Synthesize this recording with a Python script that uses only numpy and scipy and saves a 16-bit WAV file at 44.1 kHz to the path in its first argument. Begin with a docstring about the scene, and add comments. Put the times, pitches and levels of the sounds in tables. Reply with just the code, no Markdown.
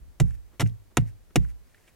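"""The low shudder of an earlier blow dies away, leaving quiet air and a faint rumble. Close by, a
hand-held stone is pounded four times into hard, gravelly earth. Each blow crushes grit and cracks
single stones, then seats with a dull knock and a low shudder of the ground. Loose grit and pebbles
land afterwards, and a soft scuff leads into the next blow. At the end the stone is lifted away with
a faint scrape."""
import sys
import numpy as np
from scipy import signal
from scipy.fft import rfft, irfft
from scipy.io import wavfile

SR = 44100
rng = np.random.default_rng(int(sys.argv[2]) if len(sys.argv) > 2 else 0)


def persist_wave(psi):
    """Save psi, clipped to +-1, as 16-bit WAV."""
    counts = np.round(np.clip(psi, -1, 1) * 32767).astype(np.int16)
    wavfile.write(sys.argv[1], SR, np.atleast_2d(counts).T)


N = 85995

# The stone bites into gravel. Each row: start in seconds, crunch level in dB, crushing time and t60
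# in seconds, low-mid, presence and treble EQ in dB, jolt level in dB.
BLOWS = [(0.1996, -26, 0.0031, 0.053, 1, -1, 1.5, -24), (0.596, -29, 0.025, .035, 0, 4, 0.5, -22),
         (0.9712, -17, 0.0029, 0.032, 3.5, 7, -1, -24), (1.3576, -18.5, 0.0032, 0.032, -4, 2, -1, -35)]
# The ground takes the weight. Each row: start in seconds, boom, thump and upper thump EQ in dB,
# a factor on the ring time, left-minus-right balance in dB.
THUDS = [(0.203, 7.5, -0.5, -1.5, 1.24, -2), (0.6242, -1.5, 5.5, -6.5, 1.08, 0.5),
         (0.9826, 0.5, 3, -5.5, 1.1, 1), (1.3642, 8.5, -4, -3.5, 1.165, 0)]

TIME = np.arange(N) / SR
BIN_HZ = np.fft.rfftfreq(4096, 1 / SR)


def undb(db):
    return 10 ** (np.asarray(db) / 20)


def on_log(hz, points):
    """Read an EQ curve of (Hz, dB) points on a log-frequency axis."""
    f, db = np.array(points, float).T
    return np.interp(np.log(np.maximum(hz, 1)), np.log(f), db)


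def colour(x, db):
    """Minimum-phase EQ of unit power: db sets only the shape, one value for each of BIN_HZ."""
    cepstrum = irfft(np.log(undb(db)))
    half = len(cepstrum) // 2
    cepstrum[1:half] *= 2
    cepstrum[half + 1:] = 0
    impulse = irfft(np.exp(rfft(cepstrum)))
    return signal.fftconvolve(x, impulse / np.sqrt(np.sum(impulse ** 2)))[:N]


def since(start):
    return np.maximum(TIME - start, 0)


def burst(start, rise, hold, t60):
    """Linear attack; the exponential release begins hold seconds after the start."""
    t = since(start)
    return np.minimum(t / rise, 1) * np.exp(-np.log(1000) * np.maximum(t - hold, 0) / t60)


def swells(rows):
    """Bell-shaped fades. Each row: centre and half length in seconds, peak level in dB."""
    return sum(undb(db) * np.exp(-.5 * ((TIME - centre) / half) ** 2) for centre, half, db in rows)


def grains(per_s, spread_db):
    """Random clicks of uneven size, rms 1."""
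    size = undb(spread_db * np.minimum(rng.exponential(size=N), 4)) * rng.choice([-1, 1], N)
    clicks = size * (rng.random(N) < per_s / SR)
    return clicks / clicks.std()


def stereo_noise(eq, likeness):
    """Coloured noise, from fully wide at likeness 0 to mono at 1."""
    common = np.sqrt(likeness) * rng.standard_normal(N)
    channels = [common + np.sqrt(1 - likeness) * rng.standard_normal(N) for _ in range(2)]
    return np.array([colour(noise, on_log(BIN_HZ, eq)) for noise in channels])


def air_and_rumble():
    """The low shudder of an earlier blow dies away at the start, leaving quiet air and a faint rumble."""
    # Tone of the air and of the rumble. Each row: frequency in Hz, relative level in dB.
    air_eq = [(100, 1.5), (300, -6), (450, -7), (1000, -14.5), (2000, -18), (3300, -21.5), (9000, -23.5),
              (16000, -25)]
    rumble_eq = [(15, -27.5), (30, -6), (52, 5.5), (110, -17.5), (200, -26), (500, -46.5), (2000, -78.5)]
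    # The earlier blow's tail sinks to a faint rumble. Each row: time in seconds, level in dB.
    rumble_levels = [(0, -38), (.15, -55.5), (.5, -59.5), (.9, -58.5), (1.551, -58), (1.722, -64),
                     (1.95, -71.5)]
    rumble_gain = undb(np.interp(TIME, *np.array(rumble_levels).T))
    air = undb(-62.5) * stereo_noise(air_eq, likeness=0.22)
    return air + rumble_gain * stereo_noise(rumble_eq, likeness=0)


def scuffs():
    """The stone scrapes softly as it is moved between blows and lifted away."""
    # The hand's moves. Each row: centre and half length in seconds, level in dB.
    moves = [(.54, 0.016, -60.5), (.918, 0.0073, -61.5), (1.308, 0.0063, -59), (1.885, 0.01, -62)]
    # Tone of the scrape. Each row: frequency in Hz, relative level in dB.
    scuff_eq = [(100, -9), (350, 0.5), (700, -16.5), (1300, -14), (3000, -26), (8000, -35)]
    return colour(swells(moves) * rng.standard_normal(N), on_log(BIN_HZ, scuff_eq))


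def loose_grit():
    """Loose grit lands in small showers of dense clicks."""
    # The showers. Each row: centre and half length in seconds, level in dB.
    showers = [(0.288, 0.047, -65.5), (0.35, 0.0061, -64.5), (0.666, 0.021, -59), (0.997, 0.017, -58),
               (1.084, 0.017, -62), (1.437, 0.019, -64.5), (1.498, 0.014, -63.5), (1.81, 0.12, -69.5),
               (1.886, 0.0095, -66.5)]
    # Tone of the landing grit. Each row: frequency in Hz, relative level in dB.
    grit_eq = [(200, -11.5), (1200, -9.5), (1750, 2), (2300, 0.5), (3500, -11), (5500, -8.5), (11000, -9),
               (16000, -18)]
    return colour(swells(showers) * grains(per_s=4900, spread_db=2), on_log(BIN_HZ, grit_eq))


def pebbles():
    """Single pebbles land, each with a noisy tick and a very brief ring."""
    # The landings. Each row: start in seconds, level in dB, pitch in Hz, t60 in seconds.
    landings = [(.2602, -61, 8500, 0.01), (0.2827, -57.5, 9700, 0.0071), (0.3073, -54, 1660, .03),
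                (0.307, -59.5, 7600, 0.016), (0.337, -78, 1850, 0.074), (.6617, -48, 2060, 0.024),
                (.674, -47.5, 6170, 0.0073), (.696, -59.5, 3300, 0.016), (1.448, -55, 1470, 0.042),
                (1.7449, -54, 1806, 0.031), (1.777, -61.5, 1840, 0.03), (1.877, -57.5, 2380, 0.06)]
    out = 0
    for start, db, hz, t60 in landings:
        octaves_off = np.log2(np.maximum(BIN_HZ, 1) / hz)
        band_db = -10 * np.log10(1 + (octaves_off / 0.45) ** 4)
        fade = burst(start, rise=0.00043, hold=0.0004, t60=t60)
        tick = colour(rng.standard_normal(N) * fade, band_db)
        ring = np.sin(2 * np.pi * hz * since(start)) * fade
        out += undb(db) * (tick + ring)
    return out


def soil():
    """Packed earth rumbles briefly after each blow: the diffuse part of the thud."""
    # Tone of the earth. Each row: frequency in Hz, relative level in dB.
    soil_eq = [(30, -17.5), (60, 2), (160, 4), (260, -10), (420, -18.5), (700, -28), (2000, -54.5)]
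    fade = sum(burst(start, rise=.004, hold=0.024, t60=0.19 * length) for start, *_, length, _ in THUDS)
    return undb(-33) * fade * stereo_noise(soil_eq, likeness=0.44)


def shudder():
    """Low modes of the ground and what stands on it swell and die, differently left and right."""
    # The modes. Each row: frequency in Hz, base level in dB, base t60 in seconds,
    # left-minus-right balance in dB, phase lead of the left side in radians.
    modes = [(43.9, -33, 0.44, -2.5, 2.2), (61.9, -19.5, 0.35, -3.5, 3.1), (98.7, -33.5, 0.42, 7, 1.6),
             (112.65, -14.5, 0.23, -2.5, 1.9), (144.8, -8.5, 0.11, -3, 0.61),
             (175.75, -21, 0.17, -3.5, 0.4), (218.5, -32, 0.13, 7.5, .4), (245.5, -39, 0.13, 17.5, 0.44)]
    side = np.array([[.5], [-.5]])
    out = np.zeros((2, N))
    for start, boom_db, thump_db, upper_db, length, balance_db in THUDS:
        t = since(start)
        thud_eq = [(62, boom_db), (115, thump_db), (145, upper_db), (200, 1)]
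        bloom = 1 - np.exp(-t / 0.0096)
        for k, (hz, db, t60, pan_db, lead) in enumerate(modes):
            gain = undb(db + on_log(hz, thud_eq))
            ring = gain * bloom * burst(start, rise=0.0024, hold=0, t60=t60 * length)
            detune = 1 + 0.0054 * rng.standard_normal()
            phase = 2 * np.pi * hz * detune * t + np.pi * k  # modes alternate in polarity
            out += ring * undb(side * (pan_db + balance_db)) * np.sin(phase + side * lead)
    return out


def jolts():
    """A short, low push while the stone is still biting."""
    pitch_hz, length_s = 107.3, 0.024
    out = 0
    for start, *_, db in BLOWS:
        t = since(start)
        arch = np.sin(np.pi * np.minimum(t / length_s, 1))
        out += undb(db) * np.sin(2 * np.pi * pitch_hz * t) * arch
    return out


def knocks():
    """The stone seats against packed earth with a dull, heavily damped knock."""
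    # The stone comes to rest. Each row: start in seconds, level in dB, pitch in Hz.
    seatings = [(0.209, -25.5, 343), (0.6262, -28, 310), (.9745, -22, 269.2), (0.9838, -19.5, 210.3),
                (1.3642, -17, 312)]
    # Partials of the knock. Each row: multiple of the pitch, relative level in dB, t60 in seconds.
    partials = [(.6, -5, 0.055), (1.0, 2.5, 0.044), (1.22, -12.5, 0.069), (2.15, -20, 0.037)]
    out = 0
    for start, knock_db, hz in seatings:
        for ratio, db, t60 in partials:
            fade = burst(start, rise=0.0012, hold=0.0014, t60=t60)
            out += undb(knock_db + db) * np.sin(2 * np.pi * ratio * hz * since(start)) * fade
    return out


def gravel_colour():
    """Tone of breaking gravel with the short resonances of the stone, in dB for each of BIN_HZ."""
    # Tone of crushed grit. Each row: frequency in Hz, relative level in dB.
    crush_eq = [(60, -3.5), (250, 3), (480, -1.5), (800, -3.5), (1100, -9.5), (2200, -9.5), (4500, -21.5),
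                (8000, -16.5), (12500, -24), (16000, -35)]
    # Resonances of stone and gravel. Each row: centre and width in Hz, boost or cut in dB.
    resonances = [(702, 170, 4.5), (1007, 95, 5.5), (1340, 150, 4.5), (1947, 260, 5), (2366, 90, -2),
                  (2832, 150, 7), (3727, 470, 7.5), (5694, 500, 6.5), (6900, 1100, 5), (11520, 400, 8.5)]
    peaks_db = sum(db / (1 + (2 * (BIN_HZ - hz) / width) ** 2) for hz, width, db in resonances)
    return on_log(BIN_HZ, crush_eq) + peaks_db


def cracks():
    """Single stones fracture under the blow: a click that rings the stone, and a spray of splinters."""
    # The fractures. Each row: start in seconds, level in dB, treble EQ in dB.
    fractures = [(.2012, -20.5, 0), (0.2054, -33, 22), (0.5978, -21.5, -5), (0.6081, -22.5, 7),
                 (0.616, -32, 0), (.9702, -12.5, 2), (.9724, -13.5, 3.5), (1.3587, -20, 12)]
    out = 0
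    for start, db, treble_db in fractures:
        snap = undb(-3.5) * rng.standard_normal(N) * burst(start, rise=.0001, hold=0.00049, t60=0.01)
        snap[int(start * SR)] -= 4.03  # the clean click ahead of the splinters
        tone = on_log(BIN_HZ, [(400, -5), (900, -2), (2500, 2), (7000, treble_db)])
        out += undb(db) * colour(snap, gravel_colour() + tone)
    return out


def crunch():
    """Grit is crushed under the stone in a dense burst of clicks; the pit answers with a faint tail."""
    rise_s = 0.00033
    out = 0
    for start, db, hold, t60, low_db, presence_db, treble_db, _ in BLOWS:
        grit = grains(per_s=7000, spread_db=3.0) * burst(start, rise_s, hold, t60)
        tail = undb(-36) * rng.standard_normal(N) * burst(start, rise_s, hold, t60=0.31)
        tone = on_log(BIN_HZ, [(600, low_db), (2400, presence_db), (8000, treble_db)])
        out += undb(db) * colour(grit + tail, gravel_colour() + tone)
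    return out


def place(x):
    """Sound from the pit arrives on the left first; reflections off arm and pit wall add width."""
    # Stereo lean. Each row: frequency in Hz, left-minus-right balance in dB.
    balance = [(250, 2), (500, -0.5), (1000, -1.1), (2200, -1), (4200, 2), (8000, -4.5), (12000, 1.6)]
    left_lead_s = 1.8e-5
    hz = np.fft.rfftfreq(N, 1 / SR)
    tilt = undb(on_log(hz, balance) / 2)
    reflections = rng.standard_normal(N) * burst(0, rise=.001, hold=0, t60=.012)
    side = undb(-21) * rfft(reflections / np.sqrt(np.sum(reflections ** 2)))
    left = np.exp(2j * np.pi * hz * left_lead_s) * tilt + side
    right = 1 / tilt - side
    return irfft(rfft(x) * np.array([left, right]), N)


def scene():
    """Close-up hits and debris in the pit, over the ground's low end and quiet air."""
    pit = crunch() + cracks() + jolts() + knocks() + loose_grit() + scuffs() + pebbles()
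    return place(pit) + shudder() + soil() + air_and_rumble()


def record(dry):
    """A steep high cut at 16 kHz."""
    return signal.sosfilt(signal.ellip(8, .2, 80, 16000, fs=SR, output="sos"), dry)


dry = scene()
out = record(dry)
persist_wave(out)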